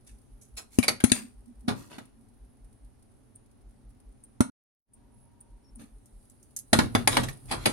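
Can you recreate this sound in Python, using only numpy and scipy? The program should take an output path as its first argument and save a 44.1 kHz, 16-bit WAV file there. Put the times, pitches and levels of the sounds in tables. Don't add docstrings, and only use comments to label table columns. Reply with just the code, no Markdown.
import sys
import numpy as np
from scipy import signal
from scipy.fft import rfft, irfft, next_fast_len
from scipy.io import wavfile
from scipy.ndimage import uniform_filter1d

SR = 44100
rng = np.random.default_rng(int(sys.argv[2]) if len(sys.argv) > 2 else 0)


def wrap_up_sound(samples):
    columns = np.atleast_2d(samples).T
    tamed = np.clip(columns, -1, 1)
    steps = np.round(tamed * 32767).astype(np.int16)
    wavfile.write(sys.argv[1], SR, steps)


N = 340452
TOP_HZ = 16300
BLOW_S = .03
T = np.arange(int(.5 * SR)) / SR


def amp(db):
    return 10 ** (np.asarray(db) / 20)


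def unit(x):
    return x / np.sqrt(np.mean(x ** 2) + 1e-20)


def blow(x):
    return unit(x) * np.sqrt(BLOW_S * SR / len(T))


def curve(rows):
    time_s, values = np.transpose(rows)
    return np.interp(np.arange(N) / SR, time_s, values)


def swell(start, end):
    progress = (np.arange(N) / SR - start) / (end - start)
    return np.sin(np.pi * np.clip(progress, 0, 1))


def fade(t60, rise):
    attack = 1 - np.exp(-(T / max(rise, 1e-4)) ** 2)
    return attack * np.exp(-np.log(1000) * T / max(t60, 1e-3))


def add(track, s, x):
    part = track[:, max(round(s * SR), 0):][:, :x.shape[-1]]
    part += x[..., :part.shape[-1]]


def panned(x, pan_db):
    return x * unit(amp([[pan_db / 2], [-pan_db / 2]]))


def coloured(x, points):
    size = next_fast_len(x.shape[-1] + 4096)
    hz = np.fft.rfftfreq(size, 1 / SR) + 1
    f, db = np.transpose(points)
    gain = amp(np.interp(np.log(hz), np.log(f), db))
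    gain *= np.minimum(1, hz / f[0]) ** 2 * np.minimum(1, f[-1] / hz) ** 2
    return unit(irfft(rfft(x, size) * gain, size)[..., :x.shape[-1]])


def noise(points, size, alike=0.):
    left, right, both = rng.standard_normal((3, size))
    share = np.clip(alike, 0, 1)
    sides = np.sqrt(1 - share) * np.array([left, right])
    return coloured(sides + np.sqrt(share) * both, points)


def resonance(hz, width):
    return [(hz * (1 - 3 * width), -40), (hz * (1 - width), -6), (hz, 0),
            (hz * (1 + width), -6), (hz * (1 + 3 * width), -40)]


def band(hz, width):
    return noise(resonance(hz, width), N, alike=0.7)


# pitch_hz [Hz], relative level_db [dB per Hz]
HUM_COLOUR = [(47, -29.5), (80, -7.5), (128, -1.5), (146, -19.5), (228, -6.5), (275, -8.5), (314, -16.5),
              (431, -16), (473, -25), (581, -20), (638, -25), (784, -22.5), (1020, -29), (3020, -40),
              (7000, -45), (9100, -76.5), (15400, -120)]
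# pitch_hz [Hz], relative level_db [dB per Hz]
RUMBLE_COLOUR = [(18, -12), (40, 0), (65, -4), (90, -13.5), (160, -32)]
# time_s [s], level_db [dB]
POT_DRONE = [(6.7, -93), (6.85, -41), (7.05, -43.5), (7.25, -33.5), (7.42, -55.5), (7.57, -38), (7.72, -46)]


def background(hum_db=-58.5, shaken_db=-5):
    drone = amp(curve(POT_DRONE))
    hum = (amp(hum_db) + amp(shaken_db) * drone) * noise(HUM_COLOUR, N, alike=0.16)
    low_note = band(122, 0.22) + amp(-5) * noise(RUMBLE_COLOUR, N, alike=.9)
    return hum + drone * low_note


BUMP_PERIOD_S, BUMP_LENGTH_S = .208, .11
BUMP_DB, BUMP_HZ = -42, 46.6
# start_s [s], end_s [s]
BUMP_TRAINS = [(.08, .6), (1.335, 1.65), (2.382, 2.9), (3.619, 4.15), (5.485, 6.2)]


def bumps(rumble_db=-64):
    out = amp(rumble_db) * noise(RUMBLE_COLOUR, N, alike=1.0)
    arch = np.sin(np.pi * np.minimum(T / BUMP_LENGTH_S, 1)) ** 2
    for start, end in BUMP_TRAINS:
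        for s in np.arange(start, end, BUMP_PERIOD_S):
            hz = BUMP_HZ * np.exp(0.12 * rng.standard_normal())
            phase = rng.uniform(0, 2 * np.pi)
            add(out, s, amp(BUMP_DB) * np.sin(2 * np.pi * hz * T + phase) * arch)
    return out


HOLLOW_HZ = 244
# start_s [s], end_s [s], level_db [dB]
HOLLOW_SWELLS = [(1.13, 1.302, -43.5), (1.467, 1.538, -45), (1.621, 1.707, -45.5), (2.132, 2.266, -56.5),
                 (5.756, 5.868, -47.5)]


def hollow():
    level = sum(amp(db) * swell(start, end) for start, end, db in HOLLOW_SWELLS)
    return level * band(HOLLOW_HZ, .11)


# start_s [s], end_s [s], pitch_hz [Hz], level_db [dB]
STEAM_WHISTLES = [(4.756, 5.884, 938, -73), (5.098, 5.299, 10600, -63.5), (5.631, 5.72, 5450, -69)]


def steam():
    return sum(amp(db) * swell(start, end) * band(hz, min(40 / hz, .2))
               for start, end, hz, db in STEAM_WHISTLES)


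def uneven(points, depth_db, order=84):
    f, db = np.transpose(points)
    hz = np.geomspace(100, TOP_HZ, order)
    ripple = depth_db * np.clip(rng.standard_normal(order), -2, 1)
    inside = (hz >= f[0]) & (hz <= f[-1])
    return np.transpose([hz, np.interp(np.log(hz), np.log(f), db) + ripple])[inside]


def burst(points, rise, t60, tail_db, tail_t60, ripple_db=6, grain_db=3):
    colour = uneven(points, ripple_db)
    grains = amp(grain_db * unit(uniform_filter1d(rng.standard_normal(len(T)), size=70)))
    direct = blow(noise(colour, len(T)) * fade(t60, rise) * grains)
    dull = colour - np.outer(np.maximum(colour[:, 0] - 10500, 0), [0, .003])
    tail = blow(noise(dull, len(T)) * fade(tail_t60, rise + 0.004))
    return direct + amp(tail_db) * tail


SIZZLE_DB, COOLING_DB_PER_S = -69.5, 1.1
# start_s [s], end_s [s], gain_db [dB], kept afterwards
SIZZLE_RISES = [(5.6, 6.088, 9), (6.6, 6.98, 10.5)]


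def sizzle_db():
    t = np.arange(N) / SR
    lifts = sum(np.interp(t, [start, end], [0, db]) for start, end, db in SIZZLE_RISES)
    return SIZZLE_DB - COOLING_DB_PER_S * t + lifts


SPIT_DB = -52
# pitch_hz [Hz], relative level_db [dB per Hz]
SIZZLE_COLOUR = [(1500, -36.5), (4000, -15), (7800, -15), (8900, -0.5), (9600, -1.5), (10600, 2),
                 (12000, -14.5), (16000, -23)]
# pitch_hz [Hz], relative level_db [dB per Hz]
SPIT_COLOUR = [(3000, -53), (8000, -30), (9000, 12), (9700, -7), (10700, -11), (12500, -31.5)]
# time_s [s], placed 2 ms early
SPIT_TIMES = [3.3543, 4.2363, 4.9347, 5.4051, 5.7538]


def oil(rate=30, crackle_db=-3, flicker_db=3.5):
    ticks = (rng.random((1, N)) < rate / SR) * amp(5.4 * rng.standard_normal((1, N)))
    tick = noise(SIZZLE_COLOUR, len(T)) * fade(0.044, 0.00054)
    crackle = unit(signal.fftconvolve(ticks, tick, axes=1)[:, :N])
    spectrum = signal.stft(noise(SIZZLE_COLOUR, N), nperseg=512)[2]
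    patches = uniform_filter1d(rng.standard_normal(spectrum.shape[1:]), size=5, axis=0)
    patches = uniform_filter1d(patches, size=16, axis=1)
    flickering = spectrum * amp(flicker_db * unit(patches))
    fizz = unit(signal.istft(flickering, nperseg=512)[1][:, :N])
    out = amp(sizzle_db()) * (fizz + amp(crackle_db) * crackle)
    for s in SPIT_TIMES:
        spit = burst(SPIT_COLOUR, 0.0042, 0.052, tail_db=-16, tail_t60=0.31, ripple_db=2.0)
        add(out, s - .002, amp(SPIT_DB) * spit)
    return out


# pitch_hz [Hz], relative level_db [dB per Hz]
BOOM_COLOUR = [(45, -23), (120, -2.5), (170, -12), (243, -1.5), (310, -11.5), (500, -28), (900, -44.5)]


def boom(t60, rise):
    return blow(noise(BOOM_COLOUR, len(T), alike=0.99) * fade(t60, rise))


# pitch_hz [Hz], relative level_db [dB per Hz]
CLANK_COLOUR = [(150, -27.5), (330, -0.5), (620, -3.5), (1300, -4.5), (1700, -9.5), (2600, -34.5)]
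# pitch_hz [Hz], relative level_db [dB per Hz]
CRACK_COLOUR = [(1000, -33.5), (1700, -2.5), (2400, -0.5), (3000, -3.5), (4200, -0.5), (5500, -9),
                (8000, -31)]
# pitch_hz [Hz], relative level_db [dB per Hz]
SNAP_COLOUR = [(4000, -29), (6200, -3), (7500, -5.5), (8900, 1), (9600, -1), (10500, 1.5), (12000, -7.5),
               (16000, -25.5)]


def rustle(rise, t60, low_db, mids_db, top_db):
    levels = np.linspace(low_db, top_db, 4) + mids_db * np.array([0, 1, 1, 0])
    colours = (BOOM_COLOUR, CLANK_COLOUR, CRACK_COLOUR, SNAP_COLOUR)
    return sum(amp(db) * burst(colour, rise, t60, tail_db=-14.0, tail_t60=.35)
               for colour, db in zip(colours, levels))


RUSTLE_T60_S, RUSTLE_SPREAD = .17, 5.7
# time_s [s], rise_s [s], low_end_db [dB], mids_offset_db [dB], top_end_db [dB]
RUSTLES_AND_TAILS = [(.06, 0.013, -80, 0.5, -53.5), (.41, 0.0056, -89, -7, -54.5),
                     (.70, .04, -76.5, 0, -50), (1.135, 0.018, -44, -1, -39),
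                     (1.735, 0.054, -41.5, -7, -51), (1.89, 0.031, -48.5, 3, -54.5),
                     (5.784, 0.016, -48, -6.5, -54), (7.1, 0.028, -38, 7.5, -36.5),
                     (7.475, 0.024, -57.5, 7, -49.5), (7.561, 0.065, -49, 5.5, -49)]


def rustles_and_tails():
    out = np.zeros((2, N))
    for s, rise, *levels in RUSTLES_AND_TAILS:
        add(out, s, rustle(rise, RUSTLE_T60_S + RUSTLE_SPREAD * rise, *levels))
    return out


TICK_RISE_S, TICK_T60_S = .0007, 0.074
TICK_CRACK_DB = -27.5
# time_s [s], snap_db [dB]
HULL_TICKS = [(6.057, -61), (6.298, -58.5), (6.427, -59.5), (6.5634, -34), (6.5885, -40)]


def hull_ticks():
    out = np.zeros((2, N))
    for s, db in HULL_TICKS:
        for colour, level_db in ((SNAP_COLOUR, db), (CRACK_COLOUR, db + TICK_CRACK_DB)):
            tick = burst(colour, TICK_RISE_S, TICK_T60_S, tail_db=-12.5, tail_t60=0.18, ripple_db=4)
            add(out, s, amp(level_db) * tick)
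    return out


# pitch_hz [Hz], before a small random detune, level_db [dB], t60_s [s]
AIR_NOTES = [(242, 2, 0.055), (115, -10, 0.06), (300, -4.5, 0.022)]


def thump(rise, room_db):
    pitch = 1 + 0.012 * rng.standard_normal()
    air = sum(amp(db) * np.sin(2 * np.pi * hz * pitch * T) * fade(t60, rise / 2)
              for hz, db, t60 in AIR_NOTES)
    highpass = signal.butter(2, 65, "highpass", fs=SR, output="sos")
    air = blow(signal.sosfilt(highpass, air))
    held = blow(noise(resonance(245, 0.18), len(T), alike=.85) * fade(0.5, 0.015))
    return air + amp(room_db) * held


def from_right(pair, left_lag_s=.00095):
    return np.array([np.interp(T - left_lag_s, T, pair[0], left=0), pair[1]])


# pitch_hz [Hz], level_db [dB] before random scatter, t60_s [s]
STEEL_MODES = [(623, 4, .14), (702, 1, .12), (820, -2, .12), (1058, -5, 0.16), (1299, -2.5, 0.17),
               (1420, -11, 0.35), (1908, -0.5, 0.16), (2220, 0, 0.14), (2520, -7.5, 0.086),
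               (3446, -1, 0.15), (4000, -4.5, 0.16), (4740, -3, .08)]


def ring(rise, scatter_db):
    hz, db, t60 = np.transpose(STEEL_MODES)
    count = len(hz)
    scatter = rng.standard_normal(count) + .5 * rng.standard_normal((2, count))
    size = amp(db + scatter_db * scatter)
    phase = rng.uniform(0, 2 * np.pi, (2, count))
    return blow(sum(size[:, [k]] * np.sin(2 * np.pi * hz[k] * T + phase[:, [k]]) * fade(t60[k], rise)
                    for k in range(count)))


def spot(hz, rise, t60):
    tone = noise(resonance(hz, np.sqrt(3.5 / hz)), len(T))
    return blow(tone * (fade(0.86 * t60, rise) + 0.0541 * fade(0.32, 0.011)))


def strike(rise, t60, thump_db, clank_db, crack_db, snap_db, ring_hz, ring_db):
    low = amp(thump_db) * thump(rise, room_db=-19.5)
    low = low + amp(1.5 * clank_db + 3.5) * boom(0.24, .015)
    x = from_right(low)
    x += amp(clank_db - 2.0) * burst(CLANK_COLOUR, rise, 1.94 * t60, tail_db=-9.5, tail_t60=.25)
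    x += amp(crack_db) * burst(CRACK_COLOUR, rise, t60, tail_db=-10.5, tail_t60=.25)
    x += amp(snap_db) * burst(SNAP_COLOUR, rise, .85 * t60, tail_db=-6.5, tail_t60=0.18)
    x += amp((clank_db + crack_db) / 2 - 7) * ring(rise, scatter_db=2)
    return x + amp(ring_db) * spot(ring_hz, rise, t60)


CLACK_RISE_S, CLACK_T60_S, CLACK_RING_DB = .002, 0.07, 1.5
WALL_HZ, WALL_DB = 2257, -3.5
# time_s [s], crack_db [dB], ring_hz [Hz]
WALL_CLACKS = [(0.8265, -38, 2400), (0.8353, -36, 2300), (0.8801, -25, 4576), (1.0012, -46, 1590),
               (1.096, -48, 4420), (7.284, -44, 1850)]


def clacks(thump_db=-16, clank_db=-2, snap_db=-1.0):
    out = np.zeros((2, N))
    for s, db, ring_hz in WALL_CLACKS:
        x = strike(CLACK_RISE_S, CLACK_T60_S, db + thump_db, db + clank_db, db, db + snap_db,
                   ring_hz, db + CLACK_RING_DB)
        wall = amp(db + WALL_DB) * spot(WALL_HZ, CLACK_RISE_S, CLACK_T60_S)
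        add(out, s, x + wall)
    return out


SETTLE_DELAY_S, SETTLE_RISE_S, SETTLE_T60_S = .015, 0.023, 0.2
SETTLE_LOW_DB, SETTLE_HIGH_DB, SETTLE_MIDS_DB = -6, -15.5, -8


def settle(thump_db, snap_db):
    low_db, top_db = thump_db + SETTLE_LOW_DB, snap_db + SETTLE_HIGH_DB
    return rustle(SETTLE_RISE_S, SETTLE_T60_S, low_db, SETTLE_MIDS_DB, top_db)


KNOCK_T60_S, KNOCK_SPREAD = .048, 4.3
KNOCK_RING_DB = -3
# time_s [s], rise_s [s], crack_db [dB], brightness_db [dB], thump_db [dB], ring_hz [Hz]
CORN_KNOCKS = [(0.565, .014, -43.5, 3, -70, 5300), (1.677, .009, -34.5, -6, -23.5, 719),
               (1.981, .003, -52, -5, -43, 800), (6.729, .002, -20.5, -2.5, -18.5, 696.6),
               (6.7879, .0015, -26, -5, -19, 980), (6.9497, 0.00072, -27.5, -5.5, -20, 1165),
               (7.0742, .0005, -22, 1, -34.5, 830), (7.1688, .0005, -24.5, -6, -41, 575),
               (7.23, .005, -39.5, -1, -35.5, 637), (7.505, .016, -31, -2.5, -38.5, 840),
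               (7.655, 0.0037, -23, -3, -41, 855)]


def knocks():
    out = np.zeros((2, N))
    for s, rise, db, bright_db, thump_db, ring_hz in CORN_KNOCKS:
        t60 = KNOCK_T60_S + KNOCK_SPREAD * rise
        knock = strike(rise, t60, thump_db, db - bright_db, db, db + bright_db,
                       ring_hz, db + KNOCK_RING_DB)
        add(out, s, knock)
        add(out, s + SETTLE_DELAY_S, settle(thump_db, db + bright_db))
    return out


POP_RISE_S, POP_T60_S = 0.0015, .04
# time_s [s], thump_db [dB], clank_db [dB], crack_db [dB],
# snap_db [dB], ring_hz [Hz], ring_db [dB], left_minus_right_db [dB]
KERNEL_POPS = [(0.7856, -14.5, -39, -35, -29.5, 2340, -41.5, 8.5),
               (1.0385, -13.5, -34, -31, -22.5, 1400, -35.5, 7.5),
               (1.117, -20, -45, -23.5, -23, 8800, -22.5, 6),
               (4.405, -15.5, -30, -38.5, -31, 1400, -31, -0.5)]


def pops():
    out = np.zeros((2, N))
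    for s, *blend, pan_db in KERNEL_POPS:
        add(out, s, panned(strike(POP_RISE_S, POP_T60_S, *blend), pan_db))
    return out


def scene():
    beds = background() + bumps() + hollow() + steam() + oil()
    corn = rustles_and_tails() + hull_ticks() + clacks() + knocks() + pops()
    return beds + corn


# time_s [s], gain_db [dB]
DROPOUT = [(4.498, -1.5), (4.506, -57), (4.85, -45.5), (4.89, -16), (4.97, -2)]


def record(dry, left_top_db=-6):
    size = next_fast_len(N + SR // 2)
    hz = np.fft.rfftfreq(size, 1 / SR)
    ports = amp(np.outer([left_top_db, 1.5], np.clip((hz - 9000) / 2500, 0, 1)))
    x = irfft(rfft(dry * amp(curve(DROPOUT)), size) * ports, size)
    clipped = np.clip(x, -1, 1)
    return irfft(rfft(clipped) * (hz < TOP_HZ), size)[:, :N]


dry = scene()
out = record(dry)
wrap_up_sound(out)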